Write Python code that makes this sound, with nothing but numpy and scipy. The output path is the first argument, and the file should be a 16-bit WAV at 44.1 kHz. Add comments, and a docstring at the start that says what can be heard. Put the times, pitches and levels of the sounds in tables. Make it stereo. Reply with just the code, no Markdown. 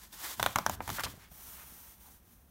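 """First comes a soft rustle: fingers slide under one stiff page of a picture book, close by.
The sheet buckles in a run of snaps, pushes the air as it sweeps over, and lands with a scrape.
Then the hand brushes along the paper and the book settles with soft bumps, in a quiet, furnished room.
Rubbing is hiss mixed with tiny slips; snaps and bumps are short tones and noise that die away fast."""
import sys
import numpy as np
from scipy import signal
from scipy.fft import rfft, irfft
from scipy.io import wavfile
from scipy.ndimage import uniform_filter1d

SR = 44100
rng = np.random.default_rng(int(sys.argv[2]) if len(sys.argv) > 2 else 0)


def transcribe(u):
    """Save the signal u as a 16-bit wav file named by the first command-line argument.

    u: samples, shape (n,) or (channels, n), limited to [-1, 1]; the rate is SR.
    q: integer samples, one column per channel.
    """
    v = np.clip(np.atleast_2d(u).T, -1, 1)
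    q = np.round(v * 32767).astype(np.int16)
    wavfile.write(sys.argv[1], SR, q)


N = 110250  # 2.5 seconds
T = np.arange(N) / SR


def amp(db):
    """Turns decibels (dB) into a number to multiply by."""
    return 10 ** (np.asarray(db) / 20)


def unit(x):
    """Scales a signal to an average strength (rms) of 1."""
    return x / np.sqrt(np.mean(x ** 2) + 1e-20)


def value_at(points, hz):
    """Looks up a frequency in a table, gliding between rows on a musical (log) scale."""
    row_hz, value = np.transpose(points)
    return np.interp(np.log(hz + 1), np.log(row_hz + 1), value)


def loudness_curve(points):
    """Joins rows of (seconds, dB) into a volume curve that fades out beyond both ends."""
    times, db = np.transpose(points)
    outside_s = np.maximum(times[0] - T, 0) + np.maximum(T - times[-1], 0)
    return amp(np.interp(T, times, db)) * np.exp(-outside_s / .01)


def colour(x, tone, peak_hz=1000, peak_db=0, octaves=1):
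    """Shapes bass and treble by a tone table and an optional peak; the result has strength 1."""
    hz = np.fft.rfftfreq(len(x), 1 / SR)
    peak = peak_db * np.exp(-.5 * (np.log2((hz + 1) / peak_hz) / octaves) ** 2)
    return unit(irfft(rfft(x) * amp(value_at(tone, hz) + peak), len(x)))


def strike(t, rise_s, fall_s):
    """The volume curve of a hit: it jumps up to 1, then dies away."""
    shape = (1 - np.exp(-(t / rise_s) ** 2)) * np.exp(-t / fall_s)
    return shape / shape.max()


def add(mix, start, sound):
    """Mixes a sound in at a start time in seconds."""
    part = mix[max(round(start * SR), 0):][:len(sound)]
    part += sound[:len(part)]


def ring(tone, fade_times):
    """A burst of noise in which each frequency dies away at its own speed."""
    noise = colour(rng.standard_normal(16384), tone)
    hz, t, bands = signal.stft(noise, SR, nperseg=256)
    fade = amp(-60 * t / value_at(fade_times, hz)[:, None])
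    return signal.istft(bands * fade, SR, nperseg=256)[1]


def friction(slip_share, slips_per_s, spread_db, flicker_db):
    """Rubbing: smooth hiss plus tiny slips of uneven size, under a flickering pressure."""
    slips = (rng.random(N) < slips_per_s / SR) * rng.choice([-1, 1], N)
    sizes = amp(spread_db * np.minimum(rng.exponential(1, N), 4))
    wobble = uniform_filter1d(uniform_filter1d(rng.standard_normal(N), size=400), size=200)
    pressure = amp(flicker_db * unit(wobble))
    hiss = np.sqrt(1 - slip_share) * rng.standard_normal(N)
    return pressure * (np.sqrt(slip_share) * unit(slips * sizes) + hiss)


# The room's background tone. Each row: frequency in Hz, relative level in dB.
RUMBLE_TONE = [(12, -40), (30, -9), (45, 0), (68, 2.5), (100, -12), (200, -9.5), (400, -21.5), (900, -25),
               (2500, -33.5), (8000, -48), (16000, -33.5)]


def room_rumble():
    """The faint, steady, low noise of a quiet room."""
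    return amp(-61.5) * colour(rng.standard_normal(N), RUMBLE_TONE)


# Echoes from nearby surfaces. Each row: delay in seconds, level in dB.
ECHOES = [(.0032, -24.5), (0.01, -18.5)]
# The tone of the room's echo tail. Each row: frequency in Hz, relative level in dB.
TAIL_TONE = [(100, 1), (600, 0), (1400, -5), (3000, 1), (8000, -13.5), (16000, -4.5)]
# How long that tail lasts. Each row: frequency in Hz, seconds to fade by 60 dB.
TAIL_FADE = [(200, 0.13), (1500, 0.4), (10000, 0.24)]


def with_room_echo(x):
    """Sound bounces around the room, adding two close echoes and a weak, short tail."""
    response = ring(TAIL_TONE, TAIL_FADE)
    t = np.arange(len(response)) / SR
    response *= 1 - np.exp(-(t / 0.012) ** 2)  # the tail takes a moment to build
    response *= amp(-19) / np.linalg.norm(response)
    soft_pulse = signal.windows.hann(9)  # dulls each echo
    for delay, db in ECHOES:
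        add(response, delay, amp(db) * soft_pulse / soft_pulse.sum())
    return x + signal.fftconvolve(x, response)[:N]


# The hand's strokes on the open page. Each row: time in seconds, relative level in dB.
BRUSH_LEVELS = [(1.303, -60), (1.316, -54), (1.5, -47.5), (1.65, -51.5), (1.77, -51.5), (1.9, -52.5),
                (1.99, -62.5), (2.018, -55), (2.15, -57.5), (2.22, -69), (2.32, -60), (2.39, -67),
                (2.5, -68.5)]
# Their tone. Each row: frequency in Hz, relative level in dB.
BRUSH_TONE = [(200, -2.5), (500, -8), (850, -1.5), (1400, -3), (2500, -8), (3200, -6), (4900, -9),
              (6000, -2.5), (7600, -7.5), (9200, -1.5), (10400, -5), (11700, 0.5), (14500, 0.5), (16000, 0)]


def hand_brush():
    """Skin brushing over smooth paper makes a fine, high hiss."""
    rub = friction(slip_share=0.13, slips_per_s=5000, spread_db=2, flicker_db=0.88)
    return amp(0.5) * loudness_curve(BRUSH_LEVELS) * colour(rub, BRUSH_TONE)


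# Hand and page bumping the book. Each row: start in seconds, pitch in Hz, level in dB.
BUMPS = [(1.057, 103, -38), (1.137, 84, -46), (1.174, 132, -47), (1.315, 153, -47.5), (1.721, 191, -53),
         (2.17, 60.2, -57.5)]
# The tone of the puff in each bump. Each row: frequency in Hz, relative level in dB.
PUFF_TONE = [(60, -3), (300, -1), (750, 4), (1500, -21), (6000, -38)]


def book_bumps():
    """Each push on the book gives a low note that dies at once, with a dull puff."""
    out, t = np.zeros(N), np.arange(4096) / SR
    for start, hz, db in BUMPS:
        puff = amp(-9) * colour(rng.standard_normal(len(t)), PUFF_TONE)
        thud = np.sin(2 * np.pi * hz * t)
        add(out, start, amp(db) * strike(t, rise_s=0.0018, fall_s=0.0064) * (thud + puff))
    return out


# Air pushed by the sheet. Each row: time in seconds, relative level in dB.
AIR_LEVELS = [(.38, -52), (.43, -38), (.53, -71), (.57, -52), (.645, -52), (.72, -42.5), (.77, -49),
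              (.81, -43.5), (.862, -62), (.9, -36), (1.02, -60.5), (1.07, -38.5), (1.115, -50.5),
              (1.27, -65)]
# Its tone. Each row: frequency in Hz, relative level in dB.
AIR_TONE = [(22, -33), (50, 1), (95, 4.5), (150, -6), (240, -4), (400, -14), (1000, -36.5), (4000, -50.5)]


def pushed_air():
    """The swinging sheet moves the air in low, lumpy gusts."""
    return amp(-4) * loudness_curve(AIR_LEVELS) * colour(rng.standard_normal(N), AIR_TONE)


# Paper sliding on paper and skin. Each row: time in seconds, relative level in dB.
SLIDE_LEVELS = [(0, -52.5), (.04, -50), (.09, -62), (.12, -58.5), (.128, -46), (.17, -49), (.235, -39),
                (.31, -38.5), (.342, -42.5), (.352, -49.5), (.385, -49.5), (.44, -41.5), (.535, -48.5),
                (.552, -54), (.58, -45.5), (.65, -54.5), (.72, -43.5), (.752, -43), (.762, -61),
                (.795, -65), (.825, -52.5), (.87, -47.5), (.915, -40.5), (.975, -37.5), (.985, -50),
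                (1.008, -36), (1.016, -47), (1.11, -48), (1.14, -58), (1.23, -58), (1.29, -63)]
# Its tone. Each row: frequency in Hz, relative level in dB.
SLIDE_TONE = [(180, -34.5), (300, -5), (502, -11), (1030, 1), (1210, -4), (1930, -2.5), (2570, -8.5),
              (3460, -3), (3830, -5), (6200, -4.5), (10200, -7), (12100, -4), (16000, -5)]


def page_slide():
    """The sheet rubs over the next page and the fingers with a grainy rustle."""
    rub = friction(slip_share=0.3, slips_per_s=5000, spread_db=2.5, flicker_db=1.2)
    return amp(-1.5) * loudness_curve(SLIDE_LEVELS) * colour(rub, SLIDE_TONE)


# Short drags on the paper. Each row: start in seconds, length in seconds, level in dB,
# strongest frequency in Hz, half the spread around that frequency in octaves.
SCRAPES = [(0.227, 0.053, -45, 1490, 0.55), (0.972, 0.051, -38.5, 1350, 0.5),
           (1.035, 0.026, -35.5, 3600, 1), (1.053, 0.028, -42, 990, 0.58), (1.169, 0.13, -61, 1660, 0.74),
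           (1.548, 0.12, -57, 1440, 1), (2.036, 0.073, -63.5, 865, 0.26)]


def page_scrapes():
    """A page edge or fingertip sticks and slips, making the sheet sound in one broad band."""
    out = np.zeros(N)
    base_tone = [(200, -3.5), (16000, -11.5)]  # Hz, dB
    for start, length, db, hz, half_spread in SCRAPES:
        swell = np.sqrt(np.hanning(int(length * SR)))
        rub = friction(slip_share=0.31, slips_per_s=2500, spread_db=3.5, flicker_db=0.5)
        scrape = colour(rub[:len(swell)], base_tone, hz, peak_db=29.5, octaves=2 * half_spread)
        add(out, start, amp(db) * swell * scrape)
    return out


# The sheet's buckles and taps. Each row: start in seconds, pop pitch in Hz,
# relative pop level in dB, relative crack level in dB, crease pitch in Hz.
SNAPS = [(0.3969, 990, -18.5, -29, 3460), (0.4, 1000, -19.5, -27.5, 5550), (0.4281, 1200, -17, -17.5, 3470),
         (0.4394, 1400, -23, -34.5, 3230), (0.4624, 1320, -13, -19.5, 3690),
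         (0.4735, 1130, -26.5, -42, 1700), (0.5587, 1310, -10, -19, 2110), (0.586, 1120, -15, -25, 5650),
         (0.6636, 1124, -14.5, -21.5, 5660), (0.6964, 970, -20.5, -26, 7000), (0.8052, 856, -20, -51, 2160),
         (0.8774, 804, -24.5, -32.5, 9760), (0.8917, 1030, -22.5, -33, 3000),
         (0.9017, 900, -30.5, -28, 5960), (0.9851, 1350, -23, -45.5, 2280),
         (0.9959, 1490, -26.5, -32, 5430), (1.0360, 1870, -29.5, -27, 3070),
         (1.0396, 1720, -28.5, -28.5, 4960)]
# The tone of a crack. Each row: frequency in Hz, relative level in dB.
CRACK_TONE = [(300, -16.5), (1500, 10), (2700, -0.5), (3600, 7), (4700, -4), (6000, 2), (10000, -4.5),
              (13000, 1), (16000, -6.5)]
# The tone of the sheet ringing after a buckle. Each row: frequency in Hz, relative level in dB.
SHEET_TONE = [(50, -16.5), (90, -2), (150, -5), (250, -5.5), (430, -13), (680, 5.5), (1300, 0.5),
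              (2200, -3.5), (4000, -23), (10000, -48.5)]
# How long it rings. Each row: frequency in Hz, seconds to fade by 60 dB.
SHEET_FADE = [(80, 0.32), (250, 0.13), (700, 0.045), (2000, 0.029), (8000, 0.013)]


def page_snaps():
    """Each buckle of the stiff sheet gives a pop, a bright crack and a short ring."""
    out, t = np.zeros(N), np.arange(2048) / SR
    pop_rise_s, pop_fall_s = 0.00045, 0.00061
    crack_rise_s, fizz_lead_s = 0.000067, 0.0011
    bass_cut = signal.butter(N=2, Wn=324, btype="high", fs=SR)  # a small buckle gives off little bass
    pitch_sag = 1 - 0.032 * (1 - np.exp(-t / pop_fall_s / 2))
    for start, pop_hz, pop_db, crack_db, crease_hz in SNAPS:
        # The pop lasts about two cycles and comes with a lower, slower bending of the sheet.
        cycles = np.cumsum(pop_hz * pitch_sag) / SR
        pop = strike(t, pop_rise_s, pop_fall_s) * np.sin(2 * np.pi * cycles)
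        bend = amp(-14.5) * strike(t, pop_rise_s, fall_s=0.002) * np.sin(2 * np.pi * 643 * t)
        add(out, start, amp(pop_db) * signal.lfilter(*bass_cut, pop - bend))
        # The crack is a tiny burst of noise, and the crease rings with it.
        noise = colour(rng.choice([-1., 1.], len(t)), CRACK_TONE, crease_hz, peak_db=0.5, octaves=0.34)
        crack = strike(t, crack_rise_s, fall_s=0.00082) * noise
        crease = amp(-4) * strike(t, crack_rise_s, fall_s=0.0018) * np.sin(2 * np.pi * crease_hz * t)
        add(out, start, amp(crack_db) * (crack + crease))
        # Small fibres give way just before and after the crack.
        fizz = colour(rng.standard_normal(len(t)), CRACK_TONE, crease_hz, peak_db=0.5, octaves=0.34)
        fizz *= strike(t, rise_s=2 * fizz_lead_s, fall_s=0.0026)
        add(out, start - fizz_lead_s, amp(crack_db - 10.5) * fizz)
        add(out, start + pop_rise_s, amp(pop_db - 13) * ring(SHEET_TONE, SHEET_FADE))
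    return out


def scene():
    """Room, hand and page together, the same in both ears."""
    background = room_rumble()
    short_sounds = with_room_echo(page_snaps() + page_scrapes() + book_bumps())
    mono = background + short_sounds + page_slide() + pushed_air() + hand_brush()
    return np.array([mono, mono])


def record(dry):
    """Cuts away the very highest treble, above 15850 Hz."""
    treble_cut = signal.firwin(401, 15850, window=("kaiser", 9), fs=SR)
    return signal.oaconvolve(dry, treble_cut[None], "same")


dry = scene()
out = record(dry)
transcribe(out)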